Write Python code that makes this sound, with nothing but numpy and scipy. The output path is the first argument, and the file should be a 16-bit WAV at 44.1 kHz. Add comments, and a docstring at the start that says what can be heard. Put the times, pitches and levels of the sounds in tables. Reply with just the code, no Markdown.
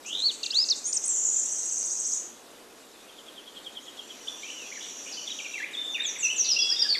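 """Small birds in canal-side scrub

Over a soft, steady outdoor rush of filtered noise, a near bird whistles quick gliding tones that climb
into a high buzzing trill, made of fast downward pitch sweeps smeared by echoes.
Farther birds tick, warble, rasp and trill through the foliage: most notes are near sines with a slight
waver, some warbled or rasping, all with scattered echoes. Falling whistles come closer together at the end."""
import sys
import numpy as np
from scipy import signal
from scipy.fft import rfft, irfft, next_fast_len
from scipy.io import wavfile
from scipy.ndimage import map_coordinates

SR = 44100
rng = np.random.default_rng(int(sys.argv[2]) if len(sys.argv) > 2 else 0)


def store_wav(level_fs):
    """Save 16-bit WAV to argv[1]."""
    pcm = np.round(np.clip(np.atleast_2d(level_fs), -1, 1) * 32767)
    wavfile.write(sys.argv[1], SR, pcm.T.astype(np.int16))


N = 308259
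TIME = np.arange(N) / SR
PROGRESS = np.linspace(0, 1, 64)  # share of a note's length


def from_db(db):
    """Amplitude factor of a level in dB."""
    return 10 ** (np.asarray(db) / 20)


def rms_one(x):
    """Scale a sound to an RMS of one."""
    return x / np.sqrt(np.mean(x ** 2) + 1e-20)


def level_curve(rows):
    """Gain through time from (t/s, level/dB) rows, at -120 dB outside them."""
    s, db = np.transpose(rows)
    return from_db(np.interp(TIME, s, db, left=-120, right=-120))


def coloured(x, points):
    """Filter by a (f/Hz, level/dB) spectrum, joined up along log frequency."""
    hz, db = np.transpose(points)
    size = next_fast_len(N + SR)
    bins = np.maximum(np.fft.rfftfreq(size, 1 / SR), 1)
    gain = from_db(np.interp(np.log(bins), np.log(hz), db))
    return irfft(rfft(x, size) * gain, size)[:N]


def drift(rate, size):
    """Smooth random wander of spread about 1, with a new value rate times a second."""
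    steps = np.arange(size) * rate / SR
    return map_coordinates(rng.standard_normal(size // 16 + 8), [steps], order=2, mode="wrap")


def add(out, start, sound):
    """Mix a sound in at a time in seconds."""
    i = max(int(start * SR), 0)
    out[i:i + len(sound)] += sound[:max(N - i, 0)]


def foliage(x, t60, first_s):
    """Leaves, banks and walls scatter sound as many small echoes that build up, then die away; unit power."""
    t = TIME[:SR]
    echoes = rng.standard_normal(SR) * (rng.random(SR) < .1)
    build_up = 1 - np.exp(-(t / first_s) ** 2)
    tail = echoes * from_db(-60 * t / t60) * build_up
    return signal.fftconvolve(x, tail / np.sqrt(np.sum(tail ** 2)))[:N]


def with_echoes(voice, direct_db, echo_db, t60, first_s):
    """Direct sound plus foliage echoes: the balance places a bird near or far from the microphone."""
    return from_db(direct_db) * voice + from_db(echo_db) * foliage(voice, t60, first_s)


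def syllable(length, pitches_hz, levels_db, warble_hz=0, warble_rate=82, ragged=0, waver=0.011,
             flutter_db=1.85, edge_s=0.001, overtone_db=-44):
    """One whistle of the syrinx: a wavering near sine on a glide; a fast warble, if any, can turn to a rasp."""
    size = max(int(length * SR), 16)
    u = np.linspace(0, 1, size)

    def along(steps):
        return np.interp(u, np.linspace(0, 1, np.size(steps)), np.atleast_1d(steps))

    glide, db, depth = along(pitches_hz), along(levels_db), along(warble_hz)
    uneven_rate = warble_rate * (1 + 0.12 * drift(37.2, size))
    regular = np.sin(2 * np.pi * np.cumsum(uneven_rate) / SR)
    warble = (1 - ragged) * regular + ragged * drift(4 * warble_rate, size)
    pitch = glide * (1 + waver * drift(298.2, size)) + depth * warble
    phase = 2 * np.pi * np.cumsum(pitch) / SR
    gate = np.sin(np.pi / 2 * np.clip(np.minimum(u, 1 - u) * length / edge_s, 0, 1)) ** 2
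    level = from_db(db + flutter_db * drift(187.6, size))
    tone = np.sin(phase) + from_db(overtone_db) * np.sin(2 * phase)
    return np.sqrt(2) * gate * level * tone


def pace(timing, count):
    """Start times of a run of notes whose gap grows or shrinks steadily."""
    first_s, gap_s, change_s = timing
    k = np.arange(count)
    return first_s + gap_s * k + change_s * k ** 2 / 2


def settle(first_hz, last_hz, curve):
    """A glide that starts fast and eases into its last pitch."""
    return last_hz + (first_hz - last_hz) * (1 - PROGRESS) ** curve


def slurs(rows, curve, shape_db, **manner):
    """Settling glides that share one rise and fall of level."""
    out = np.zeros(N)
    for start, length, first_hz, last_hz, db in rows:
        pitch = settle(first_hz, last_hz, curve)
        add(out, start, syllable(length, pitch, db + np.array(shape_db), **manner))
    return out


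def arches(rows, leave_curve, shape_db, **manner):
    """Notes that can warble on the way to their turning pitch and leave it cleanly."""
    out = np.zeros(N)
    for start, length, turn, first_hz, turn_hz, last_hz, curve, db, warble_hz in rows:
        turn = np.clip(turn, .05, .95)
        before = np.maximum(1 - PROGRESS / turn, 0)
        after = np.maximum((PROGRESS - turn) / (1 - turn), 0)
        approach = (first_hz - turn_hz) * before ** curve
        leaving = (last_hz - turn_hz) * after ** leave_curve
        depth = warble_hz * np.sin(np.pi * np.sqrt(before))
        pitch = turn_hz + approach + leaving
        add(out, start, syllable(length, pitch, db + np.array(shape_db), depth, **manner))
    return out


def buzz(levels, colour, rate, low_hz, high_hz, uneven, echo_db, throb):
    """The pitch saws down through a wide range many times a second; echoes smear the sweeps into a buzz."""
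    cycle = np.cumsum(rate * (1 + uneven * drift(60, N))) / SR % 1
    pitch = (high_hz + (low_hz - high_hz) * cycle) * (1 + .025 * drift(250, N))
    pulse = np.sin(np.pi * cycle) ** throb
    voice = pulse * np.sin(2 * np.pi * np.cumsum(pitch) / SR)
    heard = with_echoes(voice, 0, echo_db, t60=1.0, first_s=0.00073)
    return level_curve(levels) * rms_one(coloured(heard, colour))


def air():
    """Soft rush of the open air: filtered noise, widest in the bass and wider again near 1.4 kHz."""
    # spectrum of the rush: f/Hz, relative level/dB per Hz
    spectrum = [(30, -18), (60, -19.5), (110, -18), (150, -15), (215, -4.5), (290, 0), (480, -1),
                (700, -4.5), (1300, -8), (2500, -15), (5000, -14.5), (9000, -17.5), (12500, -19.5),
                (14500, -33.5)]
    # level through time, ahead of the lift below: t/s, level/dB
    rush_level = [(0, -53.5), (3, -54.5), (6.99, -52.5)]
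    # stereo width: f/Hz, side against mid level/dB
    width = [(30, 0), (70, 4), (160, -4), (320, -22), (700, -15), (1400, -4.5), (2500, -18), (5000, -34),
             (12000, -29.5)]
    mid, side = (rms_one(coloured(white, spectrum)) for white in rng.standard_normal((2, N)))
    lift_db = 3
    db = np.interp(TIME, *np.transpose(rush_level)) + lift_db + .5 * drift(12, N)
    left_right = np.array([[1], [-1]])
    return from_db(db) * (mid + coloured(side, width) * left_right)


def chorus(count=1000, note_s=.022):
    """Birds too far off to tell apart: many short chance glides, heard only as echoes."""
    # twittering through time: t/s, level/dB
    twitter_level = [(0, -50.5), (2.7, -59.5), (4.5, -50), (5.0, -48.5), (6.0, -49.5), (6.99, -45)]
    # its colour after the echoes: f/Hz, level/dB
    colour = [(1300, 3), (1700, -12.5), (2500, -5.5), (3400, -0.5), (4200, -5.5), (5200, -8.5),
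              (7000, -2.5), (8200, -5), (10000, -17)]
    voices = np.zeros(N)
    for when, height, span, slope in rng.random((count, 4)):
        hz = 1700 * 5 ** height
        bend = 1 + 0.704 * (slope - .5)
        note = syllable(note_s * (.5 + span), [hz * bend, hz, hz / bend], [-6, 0, -6], waver=0.0301)
        add(voices, when * N / SR, note)
    echoes = foliage(voices, t60=0.44, first_s=0.00043)
    return level_curve(twitter_level) * rms_one(coloured(echoes, colour))


def far_trill():
    """A distant buzzing trill: slower, narrower pitch sweeps that swell and fade."""
    # loudness ahead of the small trim below: t/s, level/dB
    swell = [(3.95, -62), (4.304, -47.5), (4.938, -41), (5.378, -42), (5.578, -46), (5.7, -60)]
    # colour of the buzz: f/Hz, level/dB
    colour = [(4500, -26), (5350, -5), (5700, 13), (6100, 4), (6600, 0), (7300, -1.5), (7800, -25),
              (9000, -26)]
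    trim_db = -0.5
    return from_db(trim_db) * buzz(swell, colour, rate=62, low_hz=5335, high_hz=7670, uneven=.35,
                                   echo_db=3.5, throb=0.34)


def far_birds():
    """Lower, slightly hoarse warbling, slurs and held notes from the bushes, with long echoes."""
    # notes through a turning pitch, level ahead of shape and mix: start t/s, length t/s,
    # turn [share of length], first f/Hz, turning f/Hz, last f/Hz, approach curve [1 = straight],
    # level/dB, warble depth f/Hz
    arch_notes = [(4.43, 0.22, 0.51, 2224, 3043, 2420, 1.75, -43.5, 198),
                  (5.268, 0.0353, 0.59, 3850, 3050, 3700, 1.47, -37, 200),
                  (5.3, 0.0292, 0.22, 3680, 3870, 2960, 1.7, -32, 101),
                  (5.535, 0.115, .62, 2780, 1728, 2544, 1, -33.5, 60.3),
                  (5.997, 0.065, 0.33, 3515, 3676, 3320, 1.9, -29.5, 60)]
    # settling slides, level ahead of shape and mix: start t/s, length t/s, first f/Hz, last f/Hz, level/dB
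    slur_notes = [(4.271, 0.022, 2930, 3410, -31.5), (4.43, 0.024, 3090, 3230, -38),
                  (4.715, 0.021, 1850, 2310, -40), (4.752, 0.043, 2310, 1716, -42),
                  (5.387, 0.024, 3270, 2260, -29.5), (5.445, 0.027, 3070, 2300, -28),
                  (5.733, 0.028, 3950, 3350, -28), (5.944, 0.033, 2964, 2360, -28),
                  (6.228, 0.064, 2790, 2603, -24), (6.288, 0.029, 2500, 2984, -25),
                  (6.705, 0.04, 1410, 1920, -42), (6.83, 0.05, 1975, 1610, -38),
                  (6.888, 0.057, 4830, 4445, -18.5), (6.938, 0.027, 4420, 3270, -25.5),
                  (6.946, 0.023, 2860, 1810, -27)]
    # nearly level notes, the faint one at 0.51 s a lingering echo of the near whistle,
    # level ahead of shape and mix: start t/s, length t/s, middle f/Hz, level/dB
    held_notes = [(0.425, 0.054, 2765, -38.5), (0.51, 0.234, 2690, -55.5), (5.169, 0.04, 3010, -34.5),
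                  (5.766, 0.2, 3567, -30.5), (6.56, 0.042, 2742, -23), (6.586, 0.17, 3340, -27.5),
                  (6.759, 0.069, 3640, -28.5)]
    voice = arches(arch_notes, leave_curve=1.645, shape_db=[2, -3, -3, 4.5], warble_rate=94,
                   ragged=0.66, waver=0.016, flutter_db=4.5, edge_s=0.0041)
    voice = voice + slurs(slur_notes, curve=1.92, shape_db=[-3, -2.5, -1, -10], waver=0.021,
                          flutter_db=3.0, edge_s=0.0023, overtone_db=-52)
    for start, length, hz, db in held_notes:
        slight_sink = hz * np.array([1.008, .992])
        shape = db + np.array([1.5, -1.5, 0, -10.5])
        add(voice, start, syllable(length, slight_sink, shape, waver=0.013, flutter_db=2.0,
                                   edge_s=0.0076, overtone_db=-55))
    return with_echoes(voice, -3.5, -7.5, t60=0.77, first_s=0.003)


def rasps():
    """Harsh scolding notes: a wide, ragged warble roughens each glide and echoes blur it."""
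    # level ahead of shape and mix: start t/s, length t/s, first f/Hz, last f/Hz, level/dB
    scolds = [(2.9, 0.103, 3950, 3840, -56.5), (4.805, 0.065, 3300, 3150, -42.5),
              (5.06, 0.044, 2425, 3050, -42), (5.122, 0.034, 5600, 4520, -36),
              (5.275, 0.059, 3300, 3090, -42), (5.977, 0.044, 2100, 2152, -36),
              (6.155, 0.0234, 2300, 2030, -40.5), (6.443, 0.075, 4480, 3270, -30.5)]
    voice = slurs(scolds, curve=1.5, shape_db=[0, 0.5, 0.5, -7], warble_hz=340, warble_rate=100,
                  ragged=0.464, waver=0.0674, flutter_db=2, edge_s=0.0021, overtone_db=-38)
    return with_echoes(voice, -4.5, -4, t60=0.94, first_s=0.0025)


def ticks(length=0.0206, lead_s=0.015, lead_db=-14):
    """A far bird's ticks: a short rough falling note with a weaker, higher one just before it."""
    # ticks, level ahead of shape and echoes: t/s, level/dB
    tick_times = [(3.09, -47), (3.182, -42.5), (3.278, -42), (3.375, -38.5), (3.473, -39.5), (3.567, -37.5),
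                  (3.661, -33), (3.765, -34), (3.877, -38.5), (3.987, -34), (4.101, -39)]
    # pitch at even steps through a tick: f/Hz
    tick_pitch = [3523, 3205, 2980]
    voice = np.zeros(N)
    for start, db in tick_times:
        add(voice, start, syllable(length, tick_pitch, db + np.array([-19, -1.0, -5, -13]), waver=0.024))
        lead = syllable(length, 1.04 * np.array(tick_pitch), [db + lead_db] * 2, waver=0.034)
        add(voice, start - lead_s, lead)
    close_echoes = from_db(-6.5) * foliage(voice, t60=0.07, first_s=0.0024)
    long_echoes = from_db(-10.5) * foliage(voice, t60=0.85, first_s=0.0086)
    return voice + close_echoes + long_echoes


def falling_whistles(short_s=.05, sag_hz=85, long_end_hz=5690):
    """Four long down-slurs settle on one pitch; four short ones follow closer together, each lower."""
    # long whistles, level ahead of shape and mix: start t/s, length t/s, first f/Hz, level/dB
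    long_notes = [(5.883, 0.082, 7630, -46), (6.032, 0.088, 8000, -32), (6.186, 0.088, 8170, -25),
                  (6.359, 0.065, 7650, -22)]
    # swell at even steps through a long whistle: level/dB
    long_shape = [-9.5, -4, 4, -3]
    # pitch at even steps through the first short whistle: f/Hz
    short_pitch = [5840, 5760, 5390, 5006, 4910]
    # level at even steps through a short whistle, ahead of the mix: level/dB
    short_shape = [-23, -22.5, -18.5, -25]
    # short whistles: first t/s, first gap t/s, change of gap per note t/s
    short_pace = (6.487, 0.099, 0.002)
    voice = np.zeros(N)
    manner = dict(waver=0.0082, flutter_db=3.5, edge_s=0.0015, overtone_db=-37.5)
    for start, length, first_hz, db in long_notes:
        pitch = settle(first_hz, long_end_hz, curve=1.8)
        add(voice, start, syllable(length, pitch, db + np.array(long_shape), **manner))
    for k, start in enumerate(pace(short_pace, count=4)):
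        pitch = np.array(short_pitch) - k * sag_hz
        add(voice, start, syllable(short_s, pitch, short_shape, **manner))
    return with_echoes(voice, -4.0, -7.5, t60=0.65, first_s=0.0031)


def chips(length=.014, first_db=-38.0, gain_db=0.58):
    """Very quick upward sweeps that speed up and grow into the trill, heard mostly by their echoes."""
    # pitch at even steps through a chip: f/Hz
    chip_pitch = [4664, 6980, 9120]
    # chips: first t/s, first gap t/s, change of gap per note t/s
    chip_pace = (0.058, 0.131, -0.0052)
    voice = np.zeros(N)
    for k, start in enumerate(pace(chip_pace, count=10)):
        shape = first_db + k * gain_db + np.array([-17, 1.5, -1.5, -16.0])
        add(voice, start, syllable(length, chip_pitch, shape))
    close_echoes = from_db(2.0) * foliage(voice, t60=0.28, first_s=0.0031)
    long_echoes = from_db(3.0) * foliage(voice, t60=0.78, first_s=0.012)
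    return from_db(-4) * voice + close_echoes + long_echoes


def shiver(start_s=1.076, length=0.37, first_hz=8050, last_hz=7050, settle_s=.04):
    """A note early in the loud trill: it sinks to a steady pitch and fades while its shiver widens."""
    pitch = last_hz + (first_hz - last_hz) * np.exp(-PROGRESS * length / settle_s)
    voice = np.zeros(N)
    note = syllable(length, pitch, levels_db=[-24, -26.5, -30], warble_hz=[200, 520], warble_rate=46,
                    ragged=0.29, waver=0.0205, flutter_db=4.5, overtone_db=-57)
    add(voice, start_s, note)
    return with_echoes(voice, -4.5, -9, t60=0.57, first_s=0.0025)


def trill_beats(first_db=-25.5, gain_db=0.01, flick_lead_s=.027, flick_s=0.027, slash_s=.015,
                flick_db=-12, flick_gain_db=0.8):
    """A flick up and a slash down mark each beat of the slackening loud trill; the flicks grow unevenly."""
    # pitch at even steps through a flick: f/Hz
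    flick_pitch = [4482, 6070, 7160]
    # pitch at even steps through a slash: f/Hz
    slash_pitch = [8880, 7690, 6730]
    # beats: first t/s, first gap t/s, change of gap per beat t/s
    beat_pace = (1.262, 0.0625, 0.00076)
    voice = np.zeros(N)
    for k, start in enumerate(pace(beat_pace, count=14)):
        db = first_db + k * gain_db
        flick = db + flick_db + k * flick_gain_db + rng.normal(0, 1.2)
        flick_note = syllable(flick_s, flick_pitch, [flick - 20, flick - 1, flick], waver=0.024)
        add(voice, start - flick_lead_s, flick_note)
        add(voice, start, syllable(slash_s, slash_pitch, [db - 16.5, db, db - 13], waver=0.009))
    return with_echoes(voice, -3.0, -2.5, t60=.45, first_s=0.0029)


def loud_trill(start_s=0.85, attack_s=0.28, stop_s=2.157, release_s=0.27, hold_db=-33):
    """The high buzzing trill: fast, wide pitch sweeps that swell, hold and die away."""
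    # colour of the buzz: f/Hz, level/dB
    colour = [(4000, -21), (5250, -39), (5650, -0.5), (6500, 5), (7200, -7), (8350, -10), (8900, -9.5),
              (10000, 7), (12000, 11)]
    corners = [(start_s, hold_db - 12), (start_s + attack_s, hold_db),
               (stop_s, hold_db), (stop_s + release_s, hold_db - 31)]
    return buzz(corners, colour, rate=105, low_hz=5320, high_hz=8900, uneven=.25, echo_db=5, throb=0.35)


def near_bird():
    """Close to the microphone and nearly dry: clean arching whistles with quick slurs between them."""
    # notes through a turning pitch, level ahead of shape, throat and mix: start t/s, length t/s,
    # turn [share of length], first f/Hz, turning f/Hz, last f/Hz, approach curve [1 = straight],
    # level/dB, warble depth f/Hz
    arch_notes = [(0.048, 0.176, 0.99, 2366, 3660, 3800, 1.5, -23, 477),
                  (0.219, 0.1, 0.53, 3940, 4470, 2690, 1.38, -20, 197),
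                  (0.522, 0.124, 0.93, 2750, 5190, 3500, 1.75, -18, 70),
                  (0.863, 0.052, .7, 8750, 8950, 8150, 1, -26, 58),
                  (0.927, 0.054, .28, 4180, 8800, 4980, 1.66, -19, 0),
                  (1.038, 0.03, 0.92, 6000, 9200, 6900, 1.5, -21.5, -1.5)]
    # settling slides, level ahead of shape, throat and mix:
    # start t/s, length t/s, first f/Hz, last f/Hz, level/dB
    slur_notes = [(0.431, 0.031, 4950, 2450, -21.5), (0.452, 0.017, 2480, 2400, -27),
                  (0.461, 0.013, 5170, 3200, -23), (0.502, 0.024, 3180, 5410, -26),
                  (0.686, 0.0096, 6840, 3850, -20.5), (0.697, 0.042, 6530, 3470, -17),
                  (0.842, 0.088, 6230, 7100, -27.5)]
    # the throat favours the middle of the bird's range: f/Hz, level/dB
    throat = [(2400, -16.5), (3200, -11.5), (3800, -3.5), (4500, 0), (5300, -2), (7000, -1), (8000, -7.5),
              (9200, -9)]
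    waver = .004
    voice = arches(arch_notes, leave_curve=1.5, shape_db=[-4.5, 0.5, 1.5, -2], warble_rate=90,
                   ragged=0.16, waver=waver, flutter_db=2.3, edge_s=0.0024)
    voice = voice + slurs(slur_notes, curve=1.9, shape_db=[-3.5, 2.0, -2, -11], waver=waver,
                          flutter_db=1.6, edge_s=0.0013)
    return with_echoes(coloured(voice, throat), -3.5, -17, t60=0.47, first_s=0.004)


def scene():
    """The birds are heard in the middle; only the air is wide."""
    background = air() + chorus()
    far = far_trill() + far_birds() + rasps() + ticks() + falling_whistles()
    trill = chips() + shiver() + trill_beats() + loud_trill()
    return background + far + trill + near_bird()


def record(dry):
    """A steep low-pass takes off the top of the treble."""
    cutoff_hz = 14600
    low_pass = signal.ellip(10, .1, 80, cutoff_hz, fs=SR, output="sos")
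    return signal.sosfilt(low_pass, dry)


dry = scene()
out = record(dry)
store_wav(out)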